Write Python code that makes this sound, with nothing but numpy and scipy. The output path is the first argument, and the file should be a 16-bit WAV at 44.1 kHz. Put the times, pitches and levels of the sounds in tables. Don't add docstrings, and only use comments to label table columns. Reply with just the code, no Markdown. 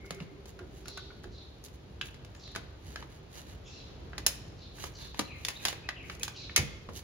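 import sys
import numpy as np
from scipy import signal
from scipy.fft import rfft, irfft
from scipy.io import wavfile
from scipy.ndimage import uniform_filter1d

SR = 44100
rng = np.random.default_rng(int(sys.argv[2]) if len(sys.argv) > 2 else 0)


def store_wav(level_fs):
    pcm = np.round(np.clip(np.atleast_2d(level_fs), -1, 1) * 32767)
    wavfile.write(sys.argv[1], SR, pcm.T.astype(np.int16))


N = 310023
TIME = np.arange(N) / SR
PORT_LAG_SAMPLES, TOP_HZ = 4, 16300

# (frequency [Hz], gain [dB])
TOWN_SPECTRUM = [(20, -25), (40, -7.5), (60, 2.5), (100, -2), (150, -6), (230, -13.5), (380, -12),
                 (600, -18), (1000, -24), (2000, -29.5), (4000, -31), (7000, -42), (11000, -69),
                 (16000, -56.5)]
# (mid time [s], length [s], frequency [Hz], width [Hz], level [dB])
AIR_RESONANCES = [(0.07, 0.44, 2156, 200, -60.5), (0.103, 0.8, 390, 34.8, -56), (0.79, 1, 389, 44.6, -60.5)]
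# (time [s], bubble frequency [Hz], level [dB])
DROPS = [(.046, 1430, -51), (.188, 1410, -52), (.597, 1404, -47.5), (.857, 1400, -48), (.975, 1452, -39),
         (1.104, 1436, -46)]
# (mid time [s], length [s], drag level [dB], hiss level [dB])
STROKES = [(0.062, .015, -56, -52), (.14, 0.096, -58, -64), (.228, .03, -49, -64), (0.492, .027, -55, -49),
           (.778, 0.091, -62, -59), (1.658, 0.029, -66, -46.5), (1.747, 0.031, -70, -61),
           (2.067, 0.039, -51, -47.5), (2.906, 0.12, -53, -54), (3.01, .07, -51, -63),
           (3.132, 0.089, -61, -62.5), (3.374, 0.086, -49, -48.5), (3.504, 0.11, -54, -59),
           (4.832, .11, -45, -43.5), (5.034, 0.11, -47.5, -52.5), (5.184, .05, -49, -54),
           (5.498, 0.22, -51, -53.5), (5.674, 0.083, -41, -38), (6.108, 0.083, -58, -52),
           (6.243, .06, -50.5, -46), (6.97, 0.058, -51, -40.5)]
# (time [s], level [dB], pitch [Hz], brightness [dB/octave], hollowness [dB/octave^2])
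WALL_SNAPS = [(0.1064, -3.5, 4370, -3, -0.6), (.146, -25, 6500, 1.5, -0.5), (.202, -9, 2800, -1.5, 3.5),
              (0.456, -19, 867, -2, -1), (0.59, -12, 1445, -3.5, 2.5), (.8564, -15.5, 2500, 0, 1.2),
              (0.881, -9.5, 4300, -0.5, -0.7), (0.9736, -7, 1450, -1, 0.6), (1.2408, -13, 1650, -3.5, 0.7),
              (1.639, -24.5, 6400, 4.5, -0.5), (1.648, -28, 5000, 5, -1), (2.0122, 1, 2990, 3, 4.5),
              (2.143, -19, 1500, -0.5, 1), (2.2474, -20.5, 3680, 0.5, 0.5), (2.3486, -16.5, 1790, 1, 2.5),
              (2.476, -20, 2700, 0, 2), (2.55, -5, 1710, -2, 1.5), (2.5595, 0.5, 1550, -2.5, 0.3),
              (2.9583, -2.5, 1700, -1.5, 2), (3.0248, -10.5, 910, -3.5, 2), (4.1314, -8, 1600, -7.5, 5),
              (4.1799, -1.5, 3600, -0.5, 0.6), (4.264, 8.5, 5300, 3.5, -0.7), (4.784, -15.5, 1500, -3.5, 2),
              (4.839, -5, 1220, -2, -.5), (5.1441, -10, 865, -2.5, 2), (5.192, 6, 4030, 0, 0.2),
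              (5.4487, 0.8, 3560, 5, 1.9), (5.484, 2.5, 2650, 0.3, 0), (5.6514, 8, 3206, 1.2, 0.7),
              (5.657, 0.5, 1530, 0.5, 1), (5.683, 3, 3600, 1.3, 0.5), (5.727, -5, 2140, -3, 0.5),
              (5.8883, 5, 1926, -1.2, 2.8), (6.0974, -1, 2210, -1.5, 3.5), (6.118, -27, 5200, 3.5, 2),
              (6.15, -20.5, 6240, 1.5, 0), (6.196, -22, 6500, -1, -2), (6.2313, -0.5, 3390, 4.5, 0.5),
              (6.279, -3.5, 1167, 0.5, 1), (6.495, -5.5, 2240, 1.5, 8.5), (6.5614, 11, 2058, 5, 1),
              (6.576, 6, 2070, -0.5, -0.5), (6.888, -10.5, 1140, -7.5, 0.5)]
# (frequency [multiple of its pitch], level [dB])
PANEL_RATIOS = [(1, 6.5), (.8, 0), (1.27, -3)]
# (frequency [Hz], level [dB])
SHELL_MODES = [(670, -7), (830, -4), (1200, -3.5), (1550, -6), (1780, -10), (2600, -6), (2960, -4),
               (3500, -10.5), (3990, -0.5), (4880, -1.5), (6320, -4), (6740, 0)]
# (time [s], frequency [Hz], level [dB])
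AIR_GULPS = [(.108, 167, -34.5), (.207, 167, -33.5), (.315, 291, -47), (0.604, 365, -39), (1.25, 359, -43)]
# (time [s], length [s], fundamental [Hz], level [dB], upper harmonics [dB],
# second harmonic [dB], sag [share of the fundamental])
HARSH_CALLS = [(.835, .18, 1360, -49.5, -5, -14, .14), (1.304, .12, 1300, -53.5, -8, -18, .24),
               (2.395, .11, 1360, -50.5, -6, -18, .14), (3.675, .15, 1350, -51.5, -1, -8, .2),
               (4.571, .1, 1347, -52.5, -7, -8, .12), (4.935, 0.12, 1360, -48, -5, -13, .18),
               (6.325, .15, 1370, -48, -4.5, -11, .18)]
# (time [s], pitch [Hz], level [dB], octave [dB])
OPENING_NOTES = [(2.345, 3300, -71, 11), (2.395, 2700, -69, 8), (3.646, 3380, -58, -3.5),
                 (3.657, 2570, -56.5, -1.5), (3.655, 2890, -60, -0.5), (3.755, 2600, -63.5, -10)]
# (time [s], level [dB])
DENT_POPS = [(2.0126, -22.5), (2.026, -31.5), (2.038, -41), (2.086, -39.5)]
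# (frequency [Hz], level [dB], t60 [s])
DENT_MODES = [(1660, -7, .018), (2650, -4.5, .018), (2980, -10, 0.02), (3280, -6, .022), (3540, -7, 0.02)]
# (time [s], level [dB], hardness [dB/octave])
DULL_KNOCKS = [(2.054, -44, -3), (2.895, -45, 3), (4.841, -40, 1.5), (5.208, -38, 0), (5.765, -41.5, -1.5),
               (6.205, -49, 7.5), (6.587, -23.5, 1), (6.624, -28, 1), (6.889, -40, 5.5)]
# (frequency [Hz], level [dB], t60 [s])
LIQUID_MODES = [(96, -2, 0.11), (146, -6.5, 0.18), (226, -2.5, 0.04), (317, -5, 0.019), (470, -17.5, 0.13)]
# (frequency [Hz], level [dB], t60 [s])
HALF_EMPTY_MODES = [(190, -6, .05), (300, -1, 0.041), (444, -11.5, 0.064), (532, -12, .06),
                    (953, -12, 0.046), (1205, -5, 0.044), (2290, -8.5, 0.03)]
# (time [s], starting pitch [Hz], level [dB])
RISING_PIPS = [(5.228, 4030, -47.5), (5.545, 3775, -47.5), (5.838, 2473, -49), (6.208, 2510, -48)]
# (time [s], starting pitch [Hz], level [dB])
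FALLING_SLURS = [(5.264, 2900, -46.5), (5.58, 2800, -48.5), (5.955, 3000, -47), (6.341, 3140, -47)]
# (frequency [Hz], width [Hz], level [dB], t60 [s])
RATTLE_MODES = [(2160, 650, -1, 0.13), (3030, 210, -10.5, 0.097), (4850, 730, -8, 0.15),
                (6150, 700, -2, 0.11), (10100, 890, -9, 0.09)]
# (frequency [Hz], gain [dB])
PORT_RESPONSE = [(5000, 1), (7000, -0.5), (7900, -9), (8400, -17), (8700, -30), (9000, -9.5), (9500, -6.5),
                 (10400, -1.5), (12000, -9.5), (12900, -11.5), (13450, -29), (14300, -4), (15600, -5.5),
                 (16300, -26.5)]
# (frequency [Hz], gain [dB])
LEFT_OVER_RIGHT = [(60, -1), (110, -0.5), (200, -1.0), (380, -1), (700, 1.0), (1290, 1), (2380, 1.5),
                   (4400, -1.5), (8120, 0), (15000, -0.5)]


def undb(db):
    return 10 ** (np.asarray(db) / 20)


def unit(x):
    return x / np.sqrt(np.mean(x ** 2))


def add(out, s, x):
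    i = max(int(s * SR), 0)
    out[..., i:i + x.shape[-1]] += x[..., :max(N - i, 0)]


def fade(t, t60):
    return np.exp(-np.log(1000) * t / t60)


def colour(x, points, size=4096):
    hz, db = np.transpose(points)
    gain_db = np.interp(np.log(np.arange(size // 2 + 1) * SR / size + 1), np.log(hz), db)
    cepstrum = irfft(np.log(undb(gain_db)))
    cepstrum[1:size // 2] *= 2
    cepstrum[size // 2 + 1:] = 0
    response = irfft(np.exp(rfft(cepstrum)))
    return signal.fftconvolve(x, response[None], axes=1)[:, :x.shape[1]]


def passband(x, hz, kind):
    return signal.sosfilt(signal.butter(2, hz, kind, fs=SR, output="sos"), x)


def band(x, hz, width_hz):
    return signal.lfilter(*signal.iirpeak(hz, hz / width_hz, fs=SR), x)


def pair(count, alike):
    shared, left, right = rng.standard_normal((3, count))
    coherent = np.array([np.roll(shared, PORT_LAG_SAMPLES), shared])
    return np.sqrt(alike) * coherent + np.sqrt(1 - alike) * np.array([left, right])


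def resonant_noise(count, hz, width_hz, alike):
    return unit(band(band(pair(count, alike), hz, width_hz), hz, width_hz))


def walk(rate_hz):
    k = int(SR / rate_hz)
    steps = np.repeat(rng.standard_normal(N // k + 1), k)
    return unit(uniform_filter1d(uniform_filter1d(steps, k), k)[:N])


def swell(s, length):
    return np.exp(-(2 * (TIME - s) / length) ** 2)


def whiten(x, bins=80):
    spectrum = rfft(x)
    power = uniform_filter1d(np.mean(abs(spectrum) ** 2, axis=0), bins)
    return irfft(spectrum / np.sqrt(power))


def town(level_db=-49.5, wander_db=1.0, flutter_db=1.33, split_hz=450):
    rumble = passband(pair(N, 0.93), [36, split_hz], "band") * undb(flutter_db * walk(12))
    hiss = passband(pair(N, 0.04), split_hz, "high")
    return undb(level_db + wander_db * walk(1.606)) * unit(colour(rumble + hiss, TOWN_SPECTRUM))


def bottle_air():
    return sum(undb(db) * swell(s, length) * resonant_noise(N, hz, width_hz, alike=0.93)
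               for s, length, hz, width_hz, db in AIR_RESONANCES)


def bubble(hz, t60, glide):
    t = TIME[:SR // 4]
    return np.sin(2 * np.pi * hz * t * (1 + glide * t)) * fade(t, t60)


def drips(splash_db=-9, small_db=-7, small_count=4, scatter_s=.025):
    out, t = np.zeros((2, N)), TIME[:SR // 4]
    for s, hz, db in DROPS:
        splash = resonant_noise(len(t), hz=1700, width_hz=1100, alike=0.55) * fade(t, t60=0.034)
        add(out, s, undb(db) * (bubble(hz, t60=0.05, glide=0.92) + undb(splash_db) * splash))
        for late, pitch in rng.random((small_count, 2)):
            small = bubble(hz * 2 ** (1.4 * pitch - .4), t60=0.017, glide=6)
            add(out, s + scatter_s * late, undb(db + small_db) * small)
    return out


def rubs(slips_per_s=800, scatter_db=2.5, idle_db=-69, hiss=0.34, split_hz=3500):
    drag = sum(undb(db) * swell(s, length) for s, length, db, _ in STROKES)
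    touch = sum(undb(db) * swell(s, length) for s, length, _, db in STROKES) + undb(idle_db)
    slipping = rng.random(N) < slips_per_s / SR
    sizes = undb(scatter_db * np.minimum(rng.exponential(size=N), 4))
    slips = slipping * sizes * rng.choice([-1, 1], N)
    wall = whiten(pair(1024, .55) * fade(TIME[:1024], t60=.012))
    grains = unit(signal.fftconvolve(slips[None], wall, axes=1)[:, :N]) + hiss * pair(N, 0.094)
    spectrum = [(150, 6), (600, 2.5), (1500, 3), (3000, 0.5), (6500, -0.5), (10000, 2), (15000, 1.5)]
    friction = unit(colour(grains, spectrum))
    return drag * passband(friction, split_hz, "low") - touch * passband(friction, split_hz, "high")


def crinkles(per_s=60, above_hiss_db=4, scatter_db=4, t60=0.0034, low_hz=3000, high_hz=12000):
    out, t = np.zeros((2, N)), TIME[:SR // 20]
    for s, length, _, hiss_db in STROKES:
        for when, size, pitch in rng.random((int(per_s * length) + 1, 3)):
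            tick = np.sin(2 * np.pi * low_hz * (high_hz / low_hz) ** pitch * t) * fade(t, t60)
            db = hiss_db + above_hiss_db + scatter_db * (2 * size - 1.5)
            add(out, s + length * (when - .5), undb(db) * tick)
    return out


def ticks(per_s=3, quiet_db=-31.5, loud_db=-24, low_hz=1400, high_hz=4000):
    return [(when * N / SR, quiet_db + (loud_db - quiet_db) * size,
             low_hz * (high_hz / low_hz) ** pitch, 0, 0)
            for when, size, pitch in rng.random((int(per_s * N / SR), 3))]


def panel(hz, t, t60):
    decay = fade(t, t60)
    phase = rng.uniform(0, 2 * np.pi) + .5 * rng.standard_normal((2, 1))
    return 2 * np.sin(2 * np.pi * hz * t + phase) * decay / decay.sum()


def snap_spectrum(db, brightness, hollowness, centre_hz=1900, span_octaves=2.25, edge_db=-5):
    octaves = np.linspace(-span_octaves, span_octaves, 7)
    arch = db + brightness * octaves - hollowness * octaves ** 2
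    return [(100, arch[0] + edge_db), *zip(centre_hz * 2 ** octaves, arch), (TOP_HZ, arch[-1] + edge_db)]


def snaps(buckle_s=0.002, burst_db=-5, crack_s=.0013, crack_db=-10, crackle_db=2.8, after_db=-19.5,
          echo_s=0.021, echo_db=-20, echo_width_s=0.0063, ring_cycles=50, longest_ring_s=.018,
          wall_db=1, wall_scatter_db=3, grip_spread=.015, count=4096):
    out, t = np.zeros((2, N)), TIME[:count]
    buckle = t / buckle_s * np.exp(1 - t / buckle_s)
    echo = undb(echo_db) * np.exp(-((t - echo_s) / echo_width_s) ** 2)
    envelope = buckle + undb(after_db) * fade(t, t60=0.17) + echo
    onset = 1 - np.exp(-2 * t / buckle_s)
    crack = undb(crack_db) * np.array([signal.unit_impulse(count, int(crack_s * SR) + lag)
                                       for lag in (PORT_LAG_SAMPLES, 0)])
    for s, db, pitch_hz, brightness, hollowness in WALL_SNAPS + ticks():
        crackle = undb(crackle_db * np.repeat(rng.standard_normal(count // 16), 16))
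        burst = undb(burst_db) * whiten(pair(count, 0.35) * crackle * envelope)
        tension = 1 + grip_spread * rng.standard_normal()
        ring_s = min(ring_cycles / pitch_hz, longest_ring_s)
        dent = sum(undb(mode_db) * panel(pitch_hz * ratio, t, ring_s / ratio)
                   for ratio, mode_db in PANEL_RATIOS)
        wall = sum(undb(mode_db + wall_db + wall_scatter_db * rng.standard_normal())
                   * panel(hz * tension, t, t60=0.066 / tension) for hz, mode_db in SHELL_MODES)
        snap = crack + burst + (dent + wall) * onset
        add(out, s, colour(snap, snap_spectrum(db, brightness, hollowness)))
    return out


def thud(hz, t60, rise_s=0.0034, rough=0.39):
    t = TIME[:SR // 2]
    slosh = resonant_noise(len(t), hz, width_hz=hz, alike=0.86)
    return (np.sin(2 * np.pi * hz * t) + rough * slosh) * fade(t, t60) * (1 - np.exp(-t / rise_s))


def gulps():
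    out = np.zeros((2, N))
    for s, hz, db in AIR_GULPS:
        add(out, s, undb(db) * thud(hz, t60=0.17))
    return out


def whistle(start_hz, length_s, octaves_per_s, warble, fade_db_per_s=0, overtone=0, flicker_db=4):
    count = int(length_s * SR)
    t = TIME[:count]
    pitch = start_hz * 2 ** (octaves_per_s * t) * (1 + warble * walk(900)[:count])
    strength = undb(fade_db_per_s * t + flicker_db * walk(87)[:count]) * signal.windows.tukey(count, .25)
    phase = 2 * np.pi * np.cumsum(pitch) / SR
    return strength * (np.sin(phase) + overtone * np.sin(2 * phase))


def screeches(arch=.04, rasp=.1, lurch=.04, grain_db=3.5, rattle_hz=65, rattle_db=3, fifth_db=-8,
              throat_hz=4050, throat_width_hz=1400, leak=.55):
    voice, openers = np.zeros(N), np.zeros(N)
    for s, length, hz, db, upper_db, lower_db, sag in HARSH_CALLS:
        count = int(length * SR)
        progress = np.linspace(0, 1, count)
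        tremble = unit(band(rng.standard_normal(count), hz=300, width_hz=250))
        contour = 1 + arch * (np.sin(np.pi * progress) - .75) + sag * (.6 - progress)
        pitch = hz * (contour + rasp * tremble + lurch * walk(110)[:count])
        phase = 2 * np.pi * np.cumsum(pitch) / SR
        second, third, fourth, fifth = (np.sin(k * phase) for k in (2, 3, 4, 5))
        outer = undb(lower_db) * second + undb(upper_db) * (fourth + undb(fifth_db) * fifth)
        outer *= (1 - progress / 2) * np.sin(np.pi * progress).clip(0) ** 0.24
        core = third * np.sin(np.pi * progress ** 1.58).clip(0) ** 0.47
        rattle = np.sin(2 * np.pi * np.cumsum(rattle_hz * (1 + 0.42 * walk(60)[:count])) / SR)
        add(voice, s, undb(db + grain_db * walk(122)[:count] + rattle_db * rattle) * (core + outer))
    for s, hz, db, octave_db in OPENING_NOTES:
        note = whistle(hz, length_s=0.041, octaves_per_s=1.6, warble=.05, overtone=undb(octave_db))
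        add(openers, s, undb(db) * note)
    return openers + leak * voice + (1 - leak) * band(voice, throat_hz, throat_width_hz)


def ring(modes, rise_s):
    t = TIME[:SR // 8]
    phases = rng.uniform(0, 2 * np.pi, (len(modes), 1, 1)) + .5 * rng.standard_normal((len(modes), 2, 1))
    ringing = sum(undb(db) * np.sin(2 * np.pi * hz * t + phase) * fade(t, t60)
                  for (hz, db, t60), phase in zip(modes, phases))
    return ringing * (1 - np.exp(-t / rise_s))


def pops():
    out = np.zeros((2, N))
    for s, db in DENT_POPS:
        add(out, s, undb(db) * ring(DENT_MODES, rise_s=0.00054))
    return out


def knocks():
    out, lowest_hz = np.zeros((2, N)), LIQUID_MODES[0][0]
    for s, db, hardness in DULL_KNOCKS:
        for hz, mode_db, t60 in LIQUID_MODES:
            add(out, s, undb(db + mode_db + hardness * np.log2(hz / lowest_hz)) * thud(hz, t60))
    return out


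def hollow_knock(at_s=5.1925, db=-22.5):
    out = np.zeros((2, N))
    add(out, at_s, undb(db) * ring(HALF_EMPTY_MODES, rise_s=0.0014))
    return out


def whistles():
    out = np.zeros(N)
    for s, hz, db in FALLING_SLURS:
        slur = whistle(hz, length_s=0.11, octaves_per_s=-4.4, warble=.06, fade_db_per_s=-55)
        add(out, s, undb(db) * slur)
    for s, hz, db in RISING_PIPS:
        add(out, s, undb(db) * whistle(hz, length_s=0.037, octaves_per_s=1.74, warble=.031))
    return out


def set_down(at_s=6.563, db=-24.5):
    out, t = np.zeros((2, N)), TIME[:SR]
    for hz, width_hz, mode_db, t60 in RATTLE_MODES:
        rattle = resonant_noise(SR, hz, width_hz, alike=0.33)
        add(out, at_s, undb(db + mode_db) * rattle * fade(t, t60))
    return out


def yard(x, t60_low, t60_high, gap_s, split_hz=3500, alike=0.13):
    t = TIME[:SR]
    low = passband(pair(SR, alike), split_hz, "low") * fade(t, t60_low)
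    high = passband(pair(SR, alike), split_hz, "high") * fade(t, t60_high)
    tail = unit((low + high) * (t > gap_s)) / np.sqrt(SR)
    return signal.fftconvolve(x, tail, axes=1)[:, :N]


def scene(corner_db=-12, houses_db=-14, pan_db=-1.0, screech_db=-4, whistle_db=-5, whistle_send_db=-4):
    bottles = (snaps() + pops() + hollow_knock() + crinkles() + set_down()
               + gulps() + knocks() + drips() + rubs() + bottle_air())
    near = bottles * undb(np.array([[pan_db], [-pan_db]]) / 2)
    corner = undb(corner_db) * yard(bottles, t60_low=0.15, t60_high=0.066, gap_s=.006)
    houses = undb(houses_db) * yard(bottles, t60_low=0.75, t60_high=0.29, gap_s=0.011)
    harsh, clear = screeches(), whistles()
    birds = undb(screech_db) * harsh + undb(whistle_db) * clear
    sent = harsh + undb(whistle_send_db) * clear
    bird_reverb = yard(np.array([sent, sent]), t60_low=1.0, t60_high=0.72, gap_s=0.006)
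    return near + corner + houses + birds + bird_reverb + town()


def record(dry):
    heard = colour(dry, PORT_RESPONSE)
    sides = [colour(port[None], [(hz, sign * db / 2) for hz, db in LEFT_OVER_RIGHT])
             for port, sign in zip(heard, (1, -1))]
    return signal.sosfilt(signal.ellip(8, .2, 70, TOP_HZ, fs=SR, output="sos"), np.vstack(sides))


dry = scene()
out = record(dry)
store_wav(out)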